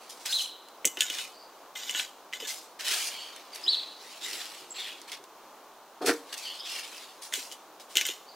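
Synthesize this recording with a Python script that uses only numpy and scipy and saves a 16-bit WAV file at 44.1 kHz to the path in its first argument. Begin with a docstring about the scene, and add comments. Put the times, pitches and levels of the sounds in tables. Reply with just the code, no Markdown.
"""Flower bed beside a house wall: a crouching gardener claws dry leaves with a small steel hand rake, close by.
The tines crack and ring on stones and chatter through grit; leaves crackle in dense grains and stalks snap.
Weight shifts on soft soil, and a wad of leaves is dumped with a hollow thump: a quick run of soft blows.
Small birds whistle clearly in arches between the houses, other calls are blurred to soft bands of pitch;
distant traffic is coloured noise, with a faint high electronic whine. Walls and steps scatter echoes."""
import sys
import numpy as np
from scipy import signal
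from scipy.fft import rfft, irfft, next_fast_len
from scipy.io import wavfile
from scipy.ndimage import uniform_filter1d

SR = 44100
rng = np.random.default_rng(int(sys.argv[2]) if len(sys.argv) > 2 else 0)


def inscribe(sig):
    """Save sig as 16-bit PCM at rate SR to the path in sys.argv[1].

    A 1-D sig is mono; a 2-D sig holds one channel per row.
    Samples are clipped to [-1, 1] before scaling.
    """
    pcm = np.round(np.clip(np.atleast_2d(sig).T, -1, 1) * 32767)
    wavfile.write(sys.argv[1], SR, pcm.astype(np.int16))


N = 368235
TIME = np.arange(N) / SR

# spectrum of the distant traffic: f/Hz, level/dB
TRAFFIC_SPECTRUM = [(20, -20), (70, -32), (110, -26), (170, -16), (300, -4), (800, 1.5), (1100, 1),
                    (1900, -13), (4100, -15), (5000, -17), (6600, -17), (8000, -22.5), (15700, -23)]
# pushes through leaves, by rake or hand: t/s, length/s, fall by 20 dB/s, fizz level/dB, crunch level/dB
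LEAF_PUSHES = [(0.0, 0.053, 0.7, -59, -62), (0.09, .02, 0.1, -47.5, -59), (0.19, .05, .1, -54, -62),
               (0.252, .018, .08, -39, -44), (0.27, .15, 0.09, -37.5, -50),
               (1.102, .11, 0.11, -41.5, -44.5), (1.97, .04, 0.06, -41, -44.5),
               (2.467, .033, .14, -36, -46), (2.788, .025, 0.2, -45.5, -45),
               (2.82, .21, 0.1634, -33.5, -37), (3.10, 0.14, .5, -54, -52.5),
               (3.478, 0.26, 0.46, -53.5, -52.5), (3.543, .022, 0, -42.5, -53),
               (3.96, 0.22, 0.5, -54.5, -55.5), (4.185, .2, 0.28, -43, -44), (4.523, .08, .2, -53, -55.5),
               (4.725, .13, .27, -51, -48), (5.07, .04, .06, -54, -53), (5.113, .018, .06, -45, -43),
               (6.01, .045, .04, -52, -52), (6.054, .036, .07, -30.5, -36), (6.22, 0.35, .25, -53, -54),
               (6.322, .02, .04, -45, -45), (6.371, 0.019, 0.08, -42.5, -57),
               (6.425, .025, 0.13, -47.5, -53), (6.633, .14, 0.37, -43.5, -43.5), (6.92, .1, .2, -53, -55),
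               (7.212, 0.043, .075, -44, -54), (7.323, 0.046, 0.17, -39.5, -46.5),
               (7.518, .014, .04, -48, -59), (7.795, .022, .06, -53, -59), (7.885, .065, 0.3, -53, -58)]
# spectrum of dry litter: f/Hz, level/dB
LITTER_SPECTRUM = [(200, -37), (350, -19.5), (700, -12.5), (1150, -13), (1700, -5), (2700, -1), (4000, -1),
                   (5300, -1.5), (7500, -5.5), (9900, -7.5), (14900, -17), (16000, -13.5)]
# twigs and stiff leaves snapping: t/s, level/dB
SNAPS = [(0.1073, -36), (0.257, -27), (0.26, -20), (0.686, -38.5), (2.4797, -35), (2.808, -26),
         (2.883, -15), (2.945, -23), (3.3627, -28), (3.559, -26), (4.332, -23.5), (4.4555, -27),
         (5.0163, -30), (5.0985, -35), (5.119, -23.5), (5.24, -38), (6.062, -18.5), (6.329, -28),
         (6.341, -26), (6.379, -27), (6.387, -32), (6.597, -35), (7.231, -36), (7.7988, -33.5)]
# pulls of the rake through grit: t/s, length/s, level/dB
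STROKES = [(0.25, .02, -41), (0.29, 0.099, -50), (0.981, 0.022, -39.5), (1.011, 0.021, -32.5),
           (1.053, 0.14, -46.5), (1.749, .18, -40), (1.935, .075, -34.5), (2.33, 0.033, -42),
           (2.395, 0.1, -41.5), (7.317, .05, -39.5), (7.955, 0.054, -31), (8.048, 0.058, -35)]
# spectrum of tines on grit: f/Hz, level/dB
SCRAPE_SPECTRUM = [(300, -34), (600, -22), (1200, -21), (1450, -4.5), (1800, -10), (2100, -1.5),
                   (2500, -2.5), (3000, -1), (3600, 1), (4400, -6), (7000, -5), (11000, -21.5),
                   (13800, -12.5), (14600, -27), (16000, -34)]
# ringing modes of the rake: f/Hz, level/dB, t60/s
TINE_MODES = [(1455, -4.5, 0.079), (1732, -6.5, 0.13), (2062, 0.5, 0.14), (2580, -10, 0.058),
              (2967, 5, 0.16), (3500, -5, 0.078), (3870, -8, 0.073), (5780, -12, .06), (5830, -14, .05),
              (6140, -7, 0.054), (6760, 3, 0.088), (7020, -11, 0.054), (7400, -7, .05), (7710, 0, 0.056),
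              (9530, -3, 0.07), (11540, -8.5, .06), (14500, -5, 0.065), (14670, -6, 0.056)]
# clear chirps, each note an arch: t/s, length/s, first f/Hz, middle f/Hz, last f/Hz, level/dB
CHIRPS = [(0.283, 0.039, 3890, 4230, 4400, -38), (0.322, .06, 3450, 4100, 3520, -28),
          (0.324, .014, 3100, 3500, 3750, -28), (0.382, .034, 3450, 3140, 2950, -32.5),
          (3.527, 0.039, 4750, 4600, 4270, -47), (3.634, .038, 4870, 5050, 5130, -38),
          (3.66, 0.1, 2700, 4480, 3100, -27), (3.679, .021, 3790, 3970, 4000, -20),
          (3.718, .042, 3500, 3540, 3000, -35.5), (4.228, .045, 7560, 7480, 6900, -44.5),
          (4.702, 0.033, 7600, 7640, 7350, -42)]
# tines striking grit: t/s, level/dB, brightness/(dB per octave), most excited ring f/Hz, soil thud level/dB
CLINKS = [(0.8462, -22, -6, 2220, -34.5), (0.8532, -8, 9, 5850, -36.5), (0.866, -21, 10, 7700, -55),
          (0.874, -18, 4, 6260, -63), (0.9717, -25, -7, 2800, -40.5), (1.0074, -9, 2, 3480, -53),
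          (1.020, -15.5, -1.5, 3550, -56), (1.1002, -20.5, -1, 3430, -47.5), (1.1859, -24.5, -4, 2800, -56),
          (1.7568, -31, -9, 2140, -73), (1.8945, -19, -0.5, 3000, -52), (1.910, -24, 5, 7400, -62),
          (1.9487, -19.5, -10, 2980, -50), (1.9968, -17, -9, 3340, -60), (2.3275, -29.5, -6, 2050, -60),
          (2.3343, -22, -4, 2020, -75), (2.402, -28.5, -1, 3030, -49), (2.422, -33, -2, 2980, -38.5),
          (7.325, -26, -5, 1940, -53), (7.3379, -16, 1, 3650, -57), (7.373, -30, 25, 6750, -41.5),
          (7.515, -32.5, 0.5, 3000, -60), (7.524, -33, 5, 6150, -55), (7.955, -18.5, 0, 2920, -42),
          (7.9699, -7, 2, 2950, -56), (7.981, -12.5, -4, 3020, -53), (8.0118, -14, -1.5, 2520, -50),
          (8.0524, -22, -1, 2080, -57), (8.066, -21.5, 27, 3480, -59), (8.0881, -19.5, 0.5, 3250, -39)]
# crack of steel on stone: f/Hz, level/dB
CRACK_SPECTRUM = [(300, -40), (1200, -20.5), (1800, -8), (3200, 3), (4500, -10), (6500, -2.5), (8000, -7.5),
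                  (11000, -17), (13500, -20), (14600, -10), (16000, -27)]
# blurred bird calls: t of the middle/s, length/s, f/Hz, level/dB
BLURRED_CALLS = [(1.39, .2, 4600, -56.5), (3.2, 0.23, 3100, -45.5), (3.17, 0.18, 4400, -46),
                 (4.79, 0.11, 4300, -43.5), (4.825, .11, 3400, -38.5), (6.49, 0.13, 3130, -42),
                 (6.47, .13, 4500, -43), (6.635, .11, 3500, -41), (6.605, 0.036, 4950, -39),
                 (8.3, .1, 4500, -57)]
# shifts of weight on the soil: t/s, length/s, level/dB
WEIGHT_SHIFTS = [(3.623, 0.13, -59), (4.197, .14, -58.5), (4.576, 0.053, -56), (4.882, 0.29, -63.5)]
# spectrum of soft earth: f/Hz, level/dB
SOIL_SPECTRUM = [(30, -24), (80, -19), (200, -10.5), (380, 9.5), (550, -9), (1200, -24), (3000, -65)]
# the wad landing, its edge and then its bulk: t/s, length/s, build-up/s, level/dB, highest f/Hz
LANDINGS = [(6.003, .04, .008, -30.5, 1150), (6.058, .043, .034, -21.5, 2600)]
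# spectrum of the hollow blows: f/Hz, level/dB
HOLLOW_SPECTRUM = [(70, -58), (120, -34), (200, -20), (290, -4), (470, -5.5), (600, -16), (700, -10),
                   (1000, -21), (1300, -13), (2400, -20.5), (3500, -45), (5500, -90)]
# low resonances colouring the thump: f/Hz, t60/s
THUMP_RESONANCES = [(308, .14), (343, .13), (419, .1), (469, .09)]
# single echoes of the birds from walls: delay t/s, level/dB
WALL_ECHOES = [(.026, -16), (.052, -8), (.088, -16)]
# decay of the scattered echoes, before any lingering: f/Hz, t60/s
YARD_DECAY = [(200, 0.71), (1000, 0.33), (4000, 0.57), (8000, 0.54), (15000, 0.67)]

TRAFFIC_DB = -52  # level about which the hush swells
BITE_S, LIFT_S = 0.012, 0.07  # tines bite this fast, and fall 20 dB in this time as they lift
PRESS_SHARE = 0.36  # part of a push over which the pressure builds
RAKE_SIDE_DB, LITTER_SIDE_DB, AIR_SIDE_DB = -16, -7.5, -4.5  # width of each source
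WIDE_HZ, EDGE_HZ = 3000, 15850  # left and right differ above the first; the recorder stops at the second


def amp(db):
    """Decibels to gain."""
    return np.exp(np.asarray(db) * (np.log(10) / 20))


def unit(x):
    """Scales to rms 1."""
    return x / np.sqrt(np.mean(x ** 2) + 1e-20)


def read(points, hz):
    """Reads a table of values over frequency on a log-frequency axis."""
    f, value = np.transpose(points)
    return np.interp(np.log(hz + 1), np.log(f + 1), value)


def add(mix, s, sound):
    """Mixes a sound in at time s."""
    part = mix[max(round(s * SR), 0):][:len(sound)]
    part += sound[:len(part)]


def colour(x, points):
    """Causal (minimum-phase) filter with the given spectrum, so that clicks keep their sharp front."""
    hz = abs(np.fft.fftfreq(2048, 1 / SR))
    log_gain = np.log(amp(read(points, hz)))
    taps = np.fft.ifft(np.exp(np.conj(signal.hilbert(log_gain)))).real
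    return signal.oaconvolve(x, taps)[:len(x)]


def band(x, lo_hz, hi_hz):
    """Band-pass; a trace of signal keeps the filter from underflowing in silence."""
    trace = 1e-15 * (np.arange(len(x)) % 16)
    edges = [lo_hz, min(hi_hz, SR / 2 - 1)]
    return signal.sosfilt(signal.butter(3, edges, "band", fs=SR, output="sos"), x + trace)


def wander(rate_hz, size):
    """Smooth random motion of rms 1."""
    n = next_fast_len(size, True)
    lowpass = np.exp(-np.minimum(np.fft.rfftfreq(n, 1 / SR) / rate_hz, 10) ** 2)
    return unit(irfft(rfft(rng.standard_normal(n)) * lowpass, n)[:size])


def envelope(length, rise_s, fall_s):
    """One movement: builds, holds to the end of its length, then falls 20 dB every fall_s."""
    fall_s = max(fall_s, 1 / SR)
    t = TIME[:int((abs(length) + 3 * fall_s) * SR)]  # ends 60 dB down
    swell = np.sin(np.pi / 2 * np.minimum(t / max(rise_s, 1 / SR), 1)) ** 2
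    return swell * amp(-20 * np.maximum(t - length, 0) / fall_s)


def movements(rows, rise_s, fall_s):
    """Gain over time of movements (t/s, length/s, level/dB) that share one attack and release."""
    gain = np.zeros(N)
    for s, length, db in rows:
        add(gain, s, amp(db) * envelope(length, rise_s, fall_s))
    return gain


def grains(per_s, spread_db, clump_db):
    """Tiny fractures of uneven size whose loudness swells in clumps."""
    size = amp(spread_db * np.minimum(rng.exponential(1, N), 4) + clump_db * wander(45, N))
    struck = rng.random(N) < per_s / SR
    return unit(size * rng.choice([-1, 1], N) * struck)


def patchy(x, depth_db, hold_s, width_hz):
    """Resonances come and go: a smooth random field over time and frequency raises and lowers the level."""
    hz, t, z = signal.stft(x, SR, nperseg=512)
    field = rng.standard_normal(z.shape)
    for axis, span in enumerate([width_hz / hz[1], hold_s / t[1]]):
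        size = max(round(span), 1)
        field = uniform_filter1d(uniform_filter1d(field, size, axis), size, axis)
    return unit(signal.istft(z * amp(depth_db * unit(field)), SR, nperseg=512)[1][:len(x)])


def burst(t, decay_s, tail_db, tail_s):
    """A crack of noise with a weaker, slower settling of debris."""
    return rng.standard_normal(len(t)) * (np.exp(-t / decay_s) + amp(tail_db) * np.exp(-t / tail_s))


def ring(uneven_db, detune):
    """One ring of the tines; the place of contact changes the share and pitch of each mode."""
    t = np.arange(SR // 4) / SR
    hz, db, t60 = np.transpose(TINE_MODES)[:, :, None]
    share, shift, phase = rng.standard_normal((3, len(TINE_MODES), 1))
    decay = amp(db + uneven_db * share - 60 * t / t60)
    return np.sum(decay * np.sin(2 * np.pi * (hz * (1 + detune * shift) * t + phase)), axis=0)


def fuzzy(turn, width_hz):
    """Many threads out of step: a narrow noise around the running phase."""
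    return unit(wander(width_hz, len(turn)) * np.cos(turn) + wander(width_hz, len(turn)) * np.sin(turn))


def air(swell_db=0.5, whine_hz=14998, whine_db=-76):
    """Distant traffic as slowly swelling coloured noise, and a faint steady electronic whine."""
    noise = unit(colour(rng.standard_normal(N), TRAFFIC_SPECTRUM))
    hush = noise * amp(TRAFFIC_DB + swell_db * wander(2.8, N))
    return hush + amp(whine_db) * unit(np.sin(2 * np.pi * whine_hz * TIME))


def leaves(fizz_db=-1, crunch_db=-1, split_hz=4600):
    """Dense crackle of dry leaves: light touches fizz, pressing deeper crunches."""
    crackle = colour(grains(per_s=6500, spread_db=2.5, clump_db=1.4), LITTER_SPECTRUM)
    crackle = patchy(crackle, depth_db=3.0, hold_s=0.04, width_hz=150)  # ever new leaves ring
    # each half is levelled by the core of its band
    fizz = band(crackle, split_hz, 20000) / np.std(band(crackle, 5500, 14000))
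    crunch = band(crackle, 200, split_hz) / np.std(band(crackle, 1400, 2700))
    light, deep = np.zeros((2, N))
    for s, length, fall_s, light_db, deep_db in LEAF_PUSHES:
        push = envelope(length, PRESS_SHARE * length, fall_s)
        # overlapping pushes add as power
        add(light, s, (amp(light_db) * push) ** 2)
        add(deep, s, (amp(deep_db) * push) ** 2)
    return amp(fizz_db) * np.sqrt(light) * fizz + amp(crunch_db) * np.sqrt(deep) * crunch


def snaps():
    """Single stalks break, each with a pitch of its own."""
    out, t = np.zeros(N), np.arange(SR // 10) / SR
    for s, db in SNAPS:
        snap = colour(burst(t, decay_s=0.0007, tail_db=-12.0, tail_s=0.01), LITTER_SPECTRUM)
        hz = rng.uniform(2110, 5300)
        snap = snap + 0.85 * band(snap, hz / 1.12, hz * 0.92)
        add(out, s, amp(db) * snap / abs(snap).max())
    return out


def scraping(scrape_db=-1, ring_db=-7):
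    """Tines chatter through grit, which keeps them ringing; the shifting load favours one ring, then another."""
    chatter = grains(per_s=1800, spread_db=2.0, clump_db=1.5)
    force = movements(STROKES, BITE_S, LIFT_S)
    steel = ring(uneven_db=0, detune=0)
    sing = unit(signal.oaconvolve(chatter, steel)[:N])
    scratch = amp(scrape_db) * unit(colour(chatter, SCRAPE_SPECTRUM)) + amp(ring_db) * sing
    return force * np.std(scratch) * patchy(scratch, depth_db=6.0, hold_s=0.029, width_hz=103)


def chirps(jitter=0.0138, flutter_db=3.5, fuzz_db=-11, lower=0.93, octave_db=-30, taper=0.4):
    """Birds whistle clearly: fluttering tones bend through an arch, a husky edge just below, a faint octave."""
    out = np.zeros(N)
    for s, length, first_hz, middle_hz, last_hz, db in CHIRPS:
        u = np.linspace(0, 1, int(length * SR))
        hz = np.polyval(np.polyfit([0, 0.5, 1], [first_hz, middle_hz, last_hz], 2), u)
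        turn = 2 * np.pi * np.cumsum(hz * (1 + jitter * wander(410, len(u)))) / SR
        tone = unit(np.sin(turn) * amp(flutter_db * wander(250, len(u))))
        husk = amp(fuzz_db) * fuzzy(lower * turn, width_hz=410)
        octave = amp(octave_db) * fuzzy(2 * turn, width_hz=660)
        add(out, s, amp(db) * (tone + (husk + octave)) * signal.windows.tukey(len(u), taper))
    return out


def clinks(ring_db=-18, stress_db=8, thud_hz=370, thud_s=0.0079):
    """A tine catches a stone: crack, ring, and a dull push into the soil."""
    out, t = np.zeros(N), np.arange(SR // 4) / SR
    onset = SR // 500  # the first 2 ms set the level of a hit
    hz = np.geomspace(1200, 16000, 120)
    for s, db, bright, ring_hz, thud_db in CLINKS:
        crack = colour(burst(t, decay_s=0.00072, tail_db=-9, tail_s=0.0071), CRACK_SPECTRUM)
        hit = crack / np.std(crack[:onset]) + amp(ring_db) * ring(uneven_db=3.0, detune=0.002)
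        # harder contact is brighter, and the struck tine stands out
        tilt = bright * np.log2(np.minimum(hz, 8000) / 4500)
        struck = stress_db * np.exp(-((hz - ring_hz) / 260) ** 2)
        hit = colour(hit, np.c_[hz, tilt + struck])
        add(out, s, amp(db) * hit / (2 * np.std(hit[:onset])))
        push = burst(t, decay_s=thud_s, tail_db=-32, tail_s=0.03)
        thud = band(band(push, thud_hz / 1.49, thud_hz * 1.39), 220, 1170)
        add(out, s, amp(thud_db) * thud / (2 * np.std(thud[:SR // 50])))
    return out


def blurred_calls():
    """Blurred bird calls: soft, narrow smears of pitch that swell and fade."""
    out = np.zeros(N)
    for s, length, hz, db in BLURRED_CALLS:
        size = int(length * SR)
        turn = 2 * np.pi * np.cumsum(hz * (1 + 0.0201 * wander(24.6, size))) / SR
        swell = np.sin(np.linspace(0, np.pi, size))
        add(out, s - length / 2, amp(db) * fuzzy(turn, width_hz=370) * swell)
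    return np.std(out) * patchy(out, depth_db=4.5, hold_s=0.035, width_hz=170)


def birds():
    """Clear and blurred birds, and their single echoes from the walls."""
    calls = chirps() + blurred_calls()
    out = calls.copy()
    for delay_s, db in WALL_ECHOES:
        add(out, delay_s, amp(db) * calls)
    return out


def shuffle(rise_s=0.054, fall_s=0.27):
    """Soft earth gives under the shoes in clumped, dull grains."""
    weight = movements(WEIGHT_SHIFTS, rise_s, fall_s)
    return unit(colour(grains(per_s=900, spread_db=1.0, clump_db=4.0), SOIL_SPECTRUM)) * weight


def dump(resonance_db=-5, fall_s=0.04, lowest_hz=190):
    """The wad lands as a quick run of soft blows; low resonances colour the thump."""
    blows, t = grains(per_s=1500, spread_db=1.5, clump_db=0.5), TIME[:SR // 3]
    resonances = sum(amp(-60 * t / t60) * np.sin(2 * np.pi * hz * t) for hz, t60 in THUMP_RESONANCES)
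    out = np.zeros(N)
    for s, length, rise_s, db, top_hz in LANDINGS:
        landing = blows * movements([(s, length, db)], rise_s, fall_s)
        landing = landing[round(s * SR):][:len(t)]
        resonant = signal.fftconvolve(landing, resonances)[:len(t)]
        thump = unit(unit(colour(landing, HOLLOW_SPECTRUM)) + amp(resonance_db) * unit(resonant))
        add(out, s, band(np.std(landing) * thump, lowest_hz, top_hz))
    return out


def yard(x, wet_db, first_s, linger=1):
    """Scattered echoes from walls and steps, each band dying at its own speed; linger stretches the decay."""
    taps = rng.standard_normal(SR) * (rng.random(SR) < 2500 / SR) * (TIME[:SR] > first_s)
    hz, t, z = signal.stft(taps, SR, nperseg=256)
    decay = amp(-60 * t / (linger * read(YARD_DECAY, hz)[:, None]))
    tail = signal.istft(z * decay, SR, nperseg=256)[1]
    return x + amp(wet_db) * signal.oaconvolve(x, tail / np.linalg.norm(tail))[:N]


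def scatter(x):
    """What differs between left and right: only the treble, with a scattered phase."""
    hz, t, z = signal.stft(x, SR, nperseg=128)
    side = signal.istft(z * np.exp(2j * np.pi * rng.random(z.shape)), SR, nperseg=128)[1][:N]
    highpass = signal.firwin(255, WIDE_HZ, pass_zero=False, fs=SR)
    return np.sqrt(2) * signal.oaconvolve(side, highpass, "same")


def scene():
    """Birds and soil sit in the centre, the rake nearly so; scattered leaves and the traffic sound wide."""
    rake = band(yard(clinks() + scraping(), wet_db=-16, first_s=0.01), 160, 20000)
    litter = band(yard(leaves() + snaps() + dump(), wet_db=-17, first_s=0.0076), 125, 21000)
    song = yard(birds(), wet_db=-10.5, first_s=0.008, linger=1.3)
    hush = air()
    mid = rake + litter + hush + song + shuffle()
    side = scatter(amp(RAKE_SIDE_DB) * rake + amp(LITTER_SIDE_DB) * litter + amp(AIR_SIDE_DB) * hush)
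    return np.array([mid + side, mid - side])


def record(dry):
    """The band limit of the recorder behind the microphone: a steep low-pass."""
    lowpass = signal.firwin(511, EDGE_HZ, window=("kaiser", 9), fs=SR)
    return signal.oaconvolve(dry, lowpass[None], "same")


dry = scene()
out = record(dry)
inscribe(out)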